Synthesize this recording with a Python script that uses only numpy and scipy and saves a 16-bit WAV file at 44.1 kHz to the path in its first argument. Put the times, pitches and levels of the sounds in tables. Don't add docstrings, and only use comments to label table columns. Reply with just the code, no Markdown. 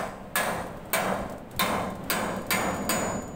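import sys
import numpy as np
from scipy import signal
from scipy.fft import rfft, irfft, next_fast_len
from scipy.io import wavfile
from scipy.ndimage import uniform_filter1d, minimum_filter1d, map_coordinates

SR = 44100
rng = np.random.default_rng(int(sys.argv[2]) if len(sys.argv) > 2 else 0)


def waveform_to_disk(signal):
    frames = np.transpose(np.atleast_2d(signal))
    scaled = np.clip(frames, -1, 1) * 32767
    samples = np.round(scaled).astype(np.int16)
    wavfile.write(sys.argv[1], SR, samples)


N = 147735
T = np.arange(int(1.3 * SR)) / SR

# (time [s], strength [dB], clang [dB], boom [dB], bass [dB],
# brightness [dB], cage buzz [dB], bearing race [dB])
BLOWS = [(-.23, -5, 0, 6, -15.5, 1.5, -21, -73.5), (0.3562, -7, -11.5, 4.5, -6, -1, -18, -70),
         (0.9324, -4, -9, 3.5, -3.5, -3, -25, -62), (1.5938, -7, -10.5, 5, 1.5, -2, -22.5, -57.5),
         (2.1002, -5.5, -9, 3, 2, -3, -24.5, -28.5), (2.5061, -0.5, -9, 6, 2, -3, -20.5, -18),
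         (2.8929, -6, -12, 2.5, 5.5, -3, -26, -14)]


def amp(db):
    return 10 ** (np.asarray(db) / 20)


def along(points, hz):
    freqs, values = np.transpose(points)
    return np.interp(np.log(hz + 1), np.log(freqs + 1), values)


def filtered(x, response):
    size = next_fast_len(len(x) + 8192)
    return irfft(rfft(x, size) * response(np.fft.rfftfreq(size, 1 / SR)), size)[:len(x)]


def noise(spectrum, size=len(T)):
    x = filtered(rng.standard_normal(size), lambda hz: amp(along(spectrum, hz)))
    return x / x.std()


def jitter(step):
    return np.interp(T, T[::step], rng.standard_normal(len(T[::step])))


def fade(t60, t=T):
    return np.exp(-np.log(1000) * t / t60)


def mode(hz, t60):
    return np.sin(2 * np.pi * (hz * T + rng.random())) * fade(t60)


def add(track, at_s, sound):
    start = round(at_s * SR)
    part = sound[max(-start, 0):N - start]
    track[max(start, 0):][:len(part)] += part


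def contact_crack():
    # (frequency [Hz], level [dB])
    spectrum = [(500, -32), (4000, -20), (10000, 5), (15000, 21.5)]
    return amp(0.5) * noise(spectrum) * fade(t60=0.026)


def clang_ring(mode_hz, hold_s=0.015, scatter_db=5.5):
    # (frequency [Hz], level [dB])
    spectrum = [(200, -2), (600, -7.5), (1050, 1), (1550, 3), (2300, -12), (3000, -8), (4400, -3),
                (5600, -12), (7200, -4.5), (8500, -0.5), (10500, -7.5), (13500, -3), (15500, -6)]
    t = T[:SR // 3]
    weight, phase = rng.standard_normal((2, len(mode_hz), 1))
    gains = amp(along(spectrum, mode_hz)[:, None] + scatter_db * weight)
    waves = np.sin(2 * np.pi * (mode_hz[:, None] * t + phase))
    ring = (gains * waves).sum(0) / np.sqrt(np.sum(gains ** 2) / 2)
    ring *= fade(t60=0.11, t=np.maximum(t - hold_s, 0))
    return np.pad(ring, (0, len(T) - len(t)))


def housing_ring():
    # (frequency [Hz], level [dB], t60 [s])
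    modes = [(194, -33, 2.43), (513.5, -25, 1.07), (575, -27, 1.31), (727, -21.5, 0.93),
             (1029.5, -17, 0.65), (1060, -24, 0.92), (1580, -26.5, 0.74), (1682, -22, 0.57),
             (2200, -23.5, 0.24), (2324, -23.5, 0.55), (2620, -22, 0.31), (3044, -26.5, 0.21)]
    return sum(amp(db + rng.normal(0, 0.29)) * mode(hz, t60) for hz, db, t60 in modes)


def spot_clink(hz, spread_hz, t60):
    pitch_hz = hz + spread_hz * jitter(step=24)
    wave = np.sin(2 * np.pi * np.cumsum(pitch_hz) / SR)
    return wave * (fade(t60) + amp(-23) * fade(t60=0.88))


def plate_boom(ripple_db=4.5, full_ripple_hz=2000):
    # (frequency [Hz], level [dB])
    spectrum = [(40, -15.5), (100, -7), (145, -10.5), (185, 1), (300, -7.5), (420, -6), (620, 2), (900, -3),
                (1500, -5.5), (2000, -8), (2350, -8.5), (2800, -13.5), (4200, -18.5), (5600, -22.5),
                (7500, -19.5), (10500, -25), (12000, -29.5), (13500, -28), (15500, -16.5)]
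    # (frequency [Hz], time constant [s])
    rise_times = [(200, 0.021), (700, 0.046), (2000, 0.0056)]
    # (frequency [Hz], t60 [s])
    ring_times = [(100, 1.34), (200, 1.323), (600, 0.89), (1200, 0.76), (2500, 0.56), (8000, 0.58),
                  (15000, 0.45)]
    hz, t, bands = signal.stft(noise(spectrum), SR, nperseg=512)
    rise = 1 - np.exp(-t / along(rise_times, hz)[:, None])
    decay = fade(along(ring_times, hz)[:, None], t)
    ripple = amp(ripple_db * rng.standard_normal(len(hz)))
    ripple = (ripple / ripple.mean()) ** np.minimum(hz / full_ripple_hz, 1)
    return signal.istft(bands * ripple[:, None] * rise * decay, SR, nperseg=512)[1][:len(T)]


def cage_buzz(grit_db=3):
    # (frequency [Hz], level [dB])
    spectrum = [(300, -50), (2500, -8), (3800, -4), (5000, -25), (7400, -28), (8300, 4), (9000, -1.5),
                (9900, -10.5), (12000, -15.5), (14000, -5), (15500, -41.5)]
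    return noise(spectrum) * amp(grit_db * jitter(step=128)) * fade(t60=0.52)


def race_song(rise_s=0.0076):
    return mode(hz=6920, t60=0.78) * (1 - np.exp(-T / rise_s))


def hammer(clang_modes=280, common_share=0.36):
    # (frequency [Hz], spread [Hz], level [dB], t60 [s])
    spots = [
        [(1046, 72, -10, 0.37), (7990, 80, -21.5, 0.51)],
        [(1700, 34, -9.5, 0.24), (3605, 445, -20.5, 0.39)],
        [(659, 45, -17, 0.82), (1650, 70, -18.5, .25), (2290, 73, -14, 0.24), (4400, 250, -23.5, 0.15)],
        [(1054, 27, -12.5, 0.67), (2386, 89, -16, 0.31), (3630, 74, -11.5, 0.21), (4000, 290, -12, 0.19)],
        [(3790, 230, -16, 0.14), (4740, 147, -14, 0.13), (8070, 120, -19.5, 0.47)],
        [(2306, 35, -17, 0.41), (3880, 190, -14, .12), (4700, 92, -13.5, 0.16)],
        [(4750, 125, -15, 0.15), (8200, 475, -16, 0.39)],
    ]
    # (frequency [Hz], share of the blow's brightness [ratio])
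    treble_shelf = [(1500, 0.1), (8000, 0.78)]
    # (frequency [Hz], share of the blow's bass [ratio])
    bass_shelf = [(300, 0.72), (700, 0.058)]
    out = np.zeros(N)
    common_boom = np.sqrt(common_share) * plate_boom()
    position = (np.arange(clang_modes) + rng.random(clang_modes)) / clang_modes
    mode_hz = 300 + (15780 - 300) * position ** 1.4
    for (at_s, db, clang_db, boom_db, bass_db, bright_db, buzz_db, race_db), spot in zip(BLOWS, spots):
        boom = amp(boom_db - 11.5) * (common_boom + np.sqrt(1 - common_share) * plate_boom())
        clang = amp(clang_db - 1.5) * clang_ring(mode_hz)
        body = filtered(boom + clang + contact_crack(),
                        lambda hz: amp(bright_db * along(treble_shelf, hz) + bass_db * along(bass_shelf, hz)))
        housing = housing_ring()
        clinks = sum(amp(level) * spot_clink(hz, spread_hz, t60) for hz, spread_hz, level, t60 in spot)
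        bearing = amp(race_db) * race_song() + amp(buzz_db) * cage_buzz()
        add(out, at_s, amp(db) * (body + housing + clinks + bearing))
    return out


def hollow_swell(peak_s=0.15, width_s=0.076):
    # (frequency [Hz], level [dB])
    spectrum = [(100, -10), (190, 14), (280, -6.5), (480, 6), (700, 6), (1050, 5.5), (1600, -2),
                (4000, -41)]
    levels = [-6, -1, 4.5, -0.5, -2, 7, -0.5]
    out = np.zeros(N)
    bloom = np.exp(-((T - peak_s) / width_s) ** 2)
    for (at_s, *_), db in zip(BLOWS, levels):
        add(out, at_s, amp(db - 29) * noise(spectrum) * bloom)
    return out


def yard_rumble(level_db=-42.5, sway_db=2):
    # (frequency [Hz], level [dB])
    spectrum = [(25, 1), (60, -6), (120, -2.5), (200, -1), (350, -9.5), (620, -8.5), (1300, -18),
                (3000, -28), (5700, -41.5), (8400, -38), (10500, -45), (15500, -39)]
    sway = map_coordinates(rng.standard_normal(40), [np.linspace(0, 30, N)])
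    return amp(level_db - sway_db * sway) * noise(spectrum, N)


def steel_ticks():
    # (time [s], level [dB])
    ticks = [(.075, -51), (0.6677, -48.5), (0.771, -51.5), (0.8547, -51.5), (0.902, -54), (1.188, -47),
             (1.2976, -45), (1.3222, -47), (1.381, -50.5), (1.512, -44), (1.5633, -45), (1.9027, -46.5),
             (1.954, -47.5), (2.039, -49.5), (2.364, -43), (2.418, -47.5), (2.4669, -45.5), (2.745, -33),
             (2.766, -35), (2.822, -42), (2.85, -44), (3.222, -46.5), (3.278, -49)]
    # (frequency [Hz], level [dB])
    spectrum = [(500, -23), (2500, -5.5), (6000, -5), (8400, 3), (10500, -6.5), (15000, -1.5)]
    out = np.zeros(N)
    envelope = fade(t60=0.024) + amp(-9) * fade(t60=0.19)
    for at_s, db in ticks:
        add(out, at_s, amp(db) * noise(spectrum) * envelope)
    return out


def microphone_bumps(rise_s=0.0044):
    # (time [s], level [dB])
    bumps = [(0.579, -35.5), (1.203, -29), (1.567, -36.5)]
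    # (frequency [Hz], level [dB])
    spectrum = [(15, -9), (45, 8), (130, -2.5), (250, -8), (800, -66)]
    out = np.zeros(N)
    envelope = 2 * (1 - np.exp(-T / rise_s)) * fade(t60=0.12)
    for at_s, db in bumps:
        add(out, at_s, amp(db) * noise(spectrum) * envelope)
    return out


def scene():
    return (hammer() + hollow_swell() + steel_ticks() + microphone_bumps() + yard_rumble())[None]


def record(dry):
    limit_db, sense_s, hold_s, recover_db_per_s, top_hz = -18.5, 0.0041, 0.057, 41, 15780
    mic, hold = dry[0], int(hold_s * SR)
    power = np.abs(uniform_filter1d(mic ** 2, int(sense_s * SR)))
    level_db = 10 * np.log10(power + 1e-12)
    duck_db = minimum_filter1d(np.minimum(limit_db - level_db, 0), hold, origin=(hold - 1) // 2)
    recovery_db = recover_db_per_s * np.arange(N) / SR
    gain_db = np.minimum.accumulate(duck_db - recovery_db) + recovery_db
    limited = mic * amp(uniform_filter1d(gain_db, size=64))
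    return filtered(limited, lambda hz: 1 / (1 + (hz / top_hz) ** 300))[None]


dry = scene()
out = record(dry)
waveform_to_disk(out)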